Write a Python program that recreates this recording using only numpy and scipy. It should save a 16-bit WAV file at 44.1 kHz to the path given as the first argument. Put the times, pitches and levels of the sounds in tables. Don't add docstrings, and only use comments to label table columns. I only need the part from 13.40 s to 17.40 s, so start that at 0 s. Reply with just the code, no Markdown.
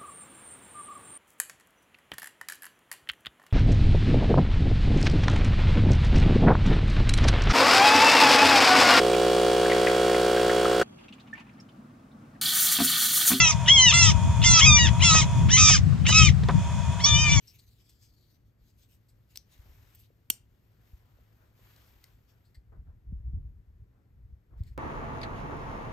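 import sys
import numpy as np
from scipy import signal
from scipy.fft import rfft, irfft, next_fast_len
from scipy.io import wavfile
from scipy.ndimage import uniform_filter1d, map_coordinates

SR = 44100
rng = np.random.default_rng(int(sys.argv[2]) if len(sys.argv) > 2 else 0)


def file_out(sig):
    cols = np.atleast_2d(sig).T
    lim = np.clip(cols, -1, 1)
    pcm = np.round(lim * 32767).astype(np.int16)
    wavfile.write(sys.argv[1], SR, pcm)


N = 176400


def amp(db):
    return 10 ** (np.asarray(db) / 20)


def unit(x):
    return x / np.sqrt(np.mean(x ** 2) + 1e-20)


def along(points, hz):
    frequencies, values = np.transpose(points)
    return np.interp(np.log(hz + 1), np.log(frequencies + 1), values)


def wobble(rate, size):
    values = rng.standard_normal(size // 8 + 8)
    return map_coordinates(values, [np.arange(size) * rate / SR + 2], mode="wrap")


def filtered(x, response):
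    n = x.shape[-1]
    padded = next_fast_len(n + SR // 8)
    return irfft(rfft(x, padded) * response(np.fft.rfftfreq(padded, 1 / SR)), padded)[..., :n]


def noise(colour):
    return unit(filtered(rng.standard_normal(N), lambda hz: amp(along(colour, hz))))


def wide_noise(colour, alike):
    def shares(hz):
        angle = np.arccos(np.clip(along(alike, hz), -1, 1)) / 2
        return np.array([np.cos(angle), np.sin(angle)])

    mid, side = filtered(np.array([noise(colour), noise(colour)]), shares)
    return unit(np.array([mid + side, mid - side]))


def bird_voice(rows, throat, undertone_db, beak):
    high_voice_hz, second_undertone_hz = 1150, 1287
    quaver, jitter_rad, flutter_db, hoarse_db = 0.0033, 0.24, 4, -11.5
    times, *columns = np.transpose(rows)
    at = np.arange(max(0, int(times[0] * SR)), min(N, int(times[-1] * SR)))
    pitch, level_db, rough = (np.interp(at / SR, times, column) for column in columns)
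    n = len(at)
    pitch = uniform_filter1d(pitch, size=300) * (1 + quaver * wobble(130, n))
    phase = 2 * np.pi * np.cumsum(pitch) / SR + jitter_rad * rough * wobble(450, n)
    high = 1 / (1 + np.exp((high_voice_hz - pitch) / 11))
    half = amp(undertone_db) * high + amp(-26.5) * rough
    near = np.exp(-((pitch - second_undertone_hz) / 50) ** 2)
    quarter = amp(-7.5) * np.maximum(rough, near) * np.sqrt(half)
    voice, power = np.zeros(n), np.zeros(n)
    for k in np.arange(3, 40):
        multiple = k / 4
        hz = multiple * pitch
        grow = (multiple / 3) ** 0.56
        share = [1, quarter * grow, half * grow, quarter * grow][k % 4]
        gain = amp(along(throat, hz) + beak(at / SR, hz) + flutter_db * wobble(28.54, n))
        hoarse = amp(hoarse_db) * rough * (wobble(380, n) + 1j * wobble(380, n)) / 2
        tone = np.exp(1j * (multiple * phase + rng.uniform(0, 2 * np.pi)))
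        voice += gain * np.real((share + hoarse) * tone)
        power += (gain * share) ** 2 / 2
    loudness = amp(level_db + 2.8 * rough * wobble(255, n)) * signal.windows.tukey(n, .04)
    out = np.zeros(N)
    out[at] = loudness * voice / np.sqrt(power)
    return out


def honk(rows, throat, undertone_db, ring_start_hz, ring_end_hz, ring_db, treble_db):
    rise_s, fall_s, edge_bend = .028, 0.029, 0.61
    flip_ratio, flip_s = 1.11, 0.021
    start, end = rows[0][0] - rise_s, rows[-1][0] + fall_s

    def beak(t, hz, shut_db=-22.5, open_s=0.026, treble_hz=4560, width_octaves=.3):
        ring_hz = np.interp(t, [start, end], [ring_start_hz, ring_end_hz])
        ring = np.exp(-(np.log2(hz / ring_hz) / width_octaves) ** 2)
        treble = treble_db + shut_db * np.exp(-((t - start) / open_s) ** 2)
        return ring_db * ring + treble / (1 + (treble_hz / hz) ** 10)

    def edge(row, shift_s, bend):
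        time_s, pitch_hz, level_db, _ = row
        return time_s + shift_s, pitch_hz * bend, level_db - 18.5, 1

    parts = [[edge(rows[0], -rise_s, edge_bend), rows[0]]]
    for before, after in zip(rows, rows[1:]):
        leap = max(before[1] / after[1], after[1] / before[1])
        if after[0] - before[0] < flip_s and leap > flip_ratio:
            parts[-1].append(edge(before, flip_s, 0.94))
            parts.append([edge(after, -flip_s, 0.97)])
        parts[-1].append(after)
    parts[-1].append(edge(rows[-1], fall_s, edge_bend))
    return sum(bird_voice(part, throat, undertone_db, beak) for part in parts)


def across_lagoon(call, echo_db=-7, echo_fade_s=0.091):
    # frequency_hz, gain_db
    balance = [(1400, 3.5), (2300, 6), (3400, 1), (5500, -3.5)]
    # frequency_hz, lead_rad
    lead = [(3800, 0.23), (5400, 2.01), (7500, 2.3)]

    def left_and_right(hz):
        return np.array([amp(side * along(balance, hz) / 2) * np.exp(.5j * side * along(lead, hz))
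                         for side in (1, -1)])

    t = np.arange(SR // 4) / SR
    tail = rng.standard_normal((2, len(t))) * np.exp(-np.log(1000) * t / echo_fade_s)
    echo = signal.fftconvolve(call[None], tail / np.linalg.norm(tail[0]), axes=1)[:, :N]
    return filtered(call, left_and_right) + amp(echo_db) * echo


def birds():
    # time_s, pitch_hz, level_db, roughness (0 to 1)
    rasping_honks = [ (1.5, 2700, 2100, 7.2, -0.5, [(0, 1362, -14, 0), (.025, 1345, -17, 0),
                     (.065, 1282, -17.5, .43), (.108, 1245, -19.5, .65)]),
                     (0.5, 3500, 2700, 1.7, 0, [(.535, 1363, -19, .6), (.59, 1382, -15, .02),
                     (.66, 1309, -16.5, .25), (.698, 1230, -19.5, 0.5)]),
                     (3.5, 3000, 5300, 2.6, 0.5, [(1.045, 1064, -20.5, 0.9), (1.06, 1394, -16.5, 0.2),
                     (1.1, 1379, -17, 0.1), (1.16, 1325, -15.5, 0.1), (1.2, 1288, -15.5, .56)]),
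                     (-3.5, 4200, 3900, 2.6, 1, [(1.622, 992, -21.5, 0.5), (1.637, 1080, -17.5, 0.3),
                     (1.648, 1388, -16.5, .33), (1.68, 1355, -16.5, 0.2), (1.72, 1270, -17.5, .35),
                     (1.77, 1282, -15.5, 0.3), (1.8, 1244, -18.5, 0.4), (1.82, 1110, -22, 0.5)]),
                     (-4.5, 7000, 4200, 5.2, 1.5, [(2.18, 1294, -18, .35), (2.25, 1284, -16, .12),
                     (2.345, 1257, -19, .2), (2.366, 1200, -26, .6)]),
                     (-6.5, 3000, 2090, 7.1, 1, [(2.675, 942, -23.5, 1), (2.714, 1014, -22, 0.2),
                     (2.728, 1250, -21, 0.9), (2.785, 1298, -14.5, .05), (2.835, 1256, -19.5, 0.4),
                     (2.878, 1200, -21, 0.45)])]
    clear_honks = [ (-41, 3440, 2980, 9.4, 1, [(.285, 987, -18, 1), (.315, 1094, -11, 0.042),
                   (.348, 1113, -16, 0.025), (.38, 1056, -14, .03), (.455, 997, -15.5, 0.057),
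                   (.508, 882, -16, 0.53)]), (-52, 2650, 2000, 6.6, -0.5, [(1.22, 1070, -15, 0.5),
                   (1.252, 1125, -15, .2), (1.267, 1260, -13, 0.068), (1.305, 1221, -16, 0.027),
                   (1.376, 1175, -16, 0.055), (1.386, 967.5, -18.5, .1), (1.445, 944, -21, 0.14),
                   (1.47, 853, -23, 0.97)]), (-22, 3600, 2600, 1.6, 3.5, [(2.113, 948, -22.5, 0.92),
                   (2.145, 1022, -14.5, .25), (2.174, 1028, -19.5, 0.34), (2.185, 1233, -20, .35),
                   (2.25, 1212, -18, .15), (2.298, 1164, -17.5, 0.44), (2.318, 989, -22.5, 0.27),
                   (2.355, 785, -23.5, 1)]), (-8, 4470, 1670, 8.6, -1.5, [(3.613, 1110, -33, 0.67),
                   (3.635, 1125, -41.5, .57), (3.642, 1107, -16.5, .05), (3.657, 1140, -14.5, .1),
                   (3.668, 1201, -19.5, 0.4), (3.695, 1196, -22, 0.49), (3.735, 1173, -19.5, 0.078),
                   (3.825, 1236, -24.5, 0.17), (3.905, 1148, -21.5, .5), (3.93, 1190, -23, .4),
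                   (3.992, 1108, -26, 0.37)])]
    # frequency_hz, gain_db
    rasping_throat = [(600, -69.5), (950, -18), (1260, 0), (1650, -20), (2050, -2), (3000, -1), (3800, -1),
                      (4350, -15), (5100, -1.5), (6100, 1.5), (7300, -6.5), (8300, -17.5), (9900, -62)]
    clear_throat = [(600, -49), (950, -16), (1230, -10), (1600, -3), (2000, 0), (2450, -2), (3300, 3.5),
                    (4300, -12.5), (5300, 0.5), (6200, 3), (7300, -6), (8300, -23.5), (9900, -60)]
    voices = [(rasping_honks, rasping_throat), (clear_honks, clear_throat)]
    return sum(across_lagoon(honk(rows, throat, *tone))
               for honks, throat in voices for *tone, rows in honks)


def wind(lumps_db=3, lean_left_db=3.0, flap_db=-20):
    # time_s, level_db
    gusts = [(0, -25), (.35, -29), (.62, -20), (1.35, -19), (3.05, -20), (3.55, -28), (3.85, -21)]
    # frequency_hz, gain_db
    rumble_colour = [(25, -28.5), (72, 2), (120, 1.5), (180, -5), (270, -28), (1000, -80.5)]
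    flap_colour = [(120, -11.5), (220, -2.5), (450, -20), (900, -54.5)]
    gust = amp(np.interp(np.arange(N) / SR, *np.transpose(gusts)))
    lumps = amp(lumps_db * np.array([wobble(21.98, N) for side in range(2)]))
    rumble = gust * unit(lumps * wide_noise(rumble_colour, alike=[(100, 0.038)]))
    flaps = unit((gust * lumps) ** 2 * np.array([noise(flap_colour), noise(flap_colour)]))
    return rumble * amp([[lean_left_db], [-lean_left_db]]) + amp(flap_db) * gust.mean() * flaps


def air(level_db=-46.5):
    # frequency_hz, gain_db
    colour = [(350, -9.5), (800, -5), (2500, -12.5), (8000, -22), (11000, -39)]
    return amp(level_db) * wide_noise(colour, alike=[(500, 0.78), (5000, 0.35)])


def zoom_motor(ramp_s=0.18, step_hz=238.4, buzz_depth=0.21, waver_hz=10, waver_depth=0.012):
    # start_s, end_s, level_db
    runs = [(-.1, 2.088, -40), (3.116, 4.1, -42)]
    # frequency_hz, gain_db
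    body = [(300, -47.5), (600, 7.5), (780, -2.5), (950, 12.5), (1300, -2.5), (2150, -6), (2530, -2.5),
            (2780, -11.5), (3450, 5), (3900, -23), (5200, -9), (7200, -0.5), (8150, -22), (8800, -6.5),
            (10500, -32.5)]
    # frequency_hz, likeness (0 to 1)
    alike = [(1500, 1), (4500, 0.27)]
    # pitch_hz, level_db (compared with the whir)
    gears = [(946, 0), (671.5, -10.5), (2500, -12.5)]
    t = np.arange(N) / SR
    running = sum(amp(db) * np.clip(np.minimum(t - start, end - t) / ramp_s + .5, 0, 1)
                  for start, end, db in runs)
    buzz = 1 + buzz_depth * np.sin(2 * np.pi * step_hz * t)
    whir = unit(wide_noise(body, alike) * buzz)
    speed = 1 + waver_depth * (.5 * np.sin(2 * np.pi * waver_hz * t) + wobble(20, N))
    turn = 2 * np.pi * np.cumsum(speed) / SR
    whine = sum(amp(db) * unit(np.sin(hz * turn)) for hz, db in gears)
    return running * (whir + whine)


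def bursts(rows, colour, attack_s, boost_db=11.0):
    loudness = np.zeros(N)
    for start_s, strength_db, fade_s in rows:
        age = np.maximum(np.arange(N) / SR - start_s, 0)
        rise = 1 - np.exp(-age / attack_s)
        loudness += amp(strength_db + boost_db) * rise * np.exp(-np.log(1000) * age / fade_s)
    return loudness * noise(colour)


def pops():
    # start_s, strength_db, fade_s
    hits = [(1.747, -22, 0.028), (2.297, -34, .07), (2.522, -38.5, 0.036), (2.69, -28.5, 0.048),
            (3.089, -25.5, 0.065)]
    # frequency_hz, gain_db
    colour = [(400, -9), (850, 0), (1500, -7), (3000, -23), (12000, -65)]
    return bursts(hits, colour, attack_s=.005)


def scrape():
    # start_s, strength_db, fade_s
    stroke = [(2.68, -32, .085)]
    # frequency_hz, gain_db
    colour = [(4500, -13), (7300, 0.5), (10000, -27)]
    return bursts(stroke, colour, attack_s=.007)


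def lever_clicks():
    # start_s, strength_db, fade_s
    clicks = [(3.034, -43.5, 0.046), (3.086, -29.5, 0.014), (3.109, -40, .02)]
    # frequency_hz, gain_db
    colour = [(600, -2), (1750, -2.5), (2600, -13), (3700, -2.5), (4500, -10), (11000, -40.5)]
    return bursts(clicks, colour, attack_s=0.00076)


def scene():
    return birds() + wind() + air() + zoom_motor() + pops() + scrape() + lever_clicks()


def record(dry):
    top_hz = 15800
    return filtered(dry, lambda hz: hz < top_hz)


dry = scene()
out = record(dry)
file_out(out)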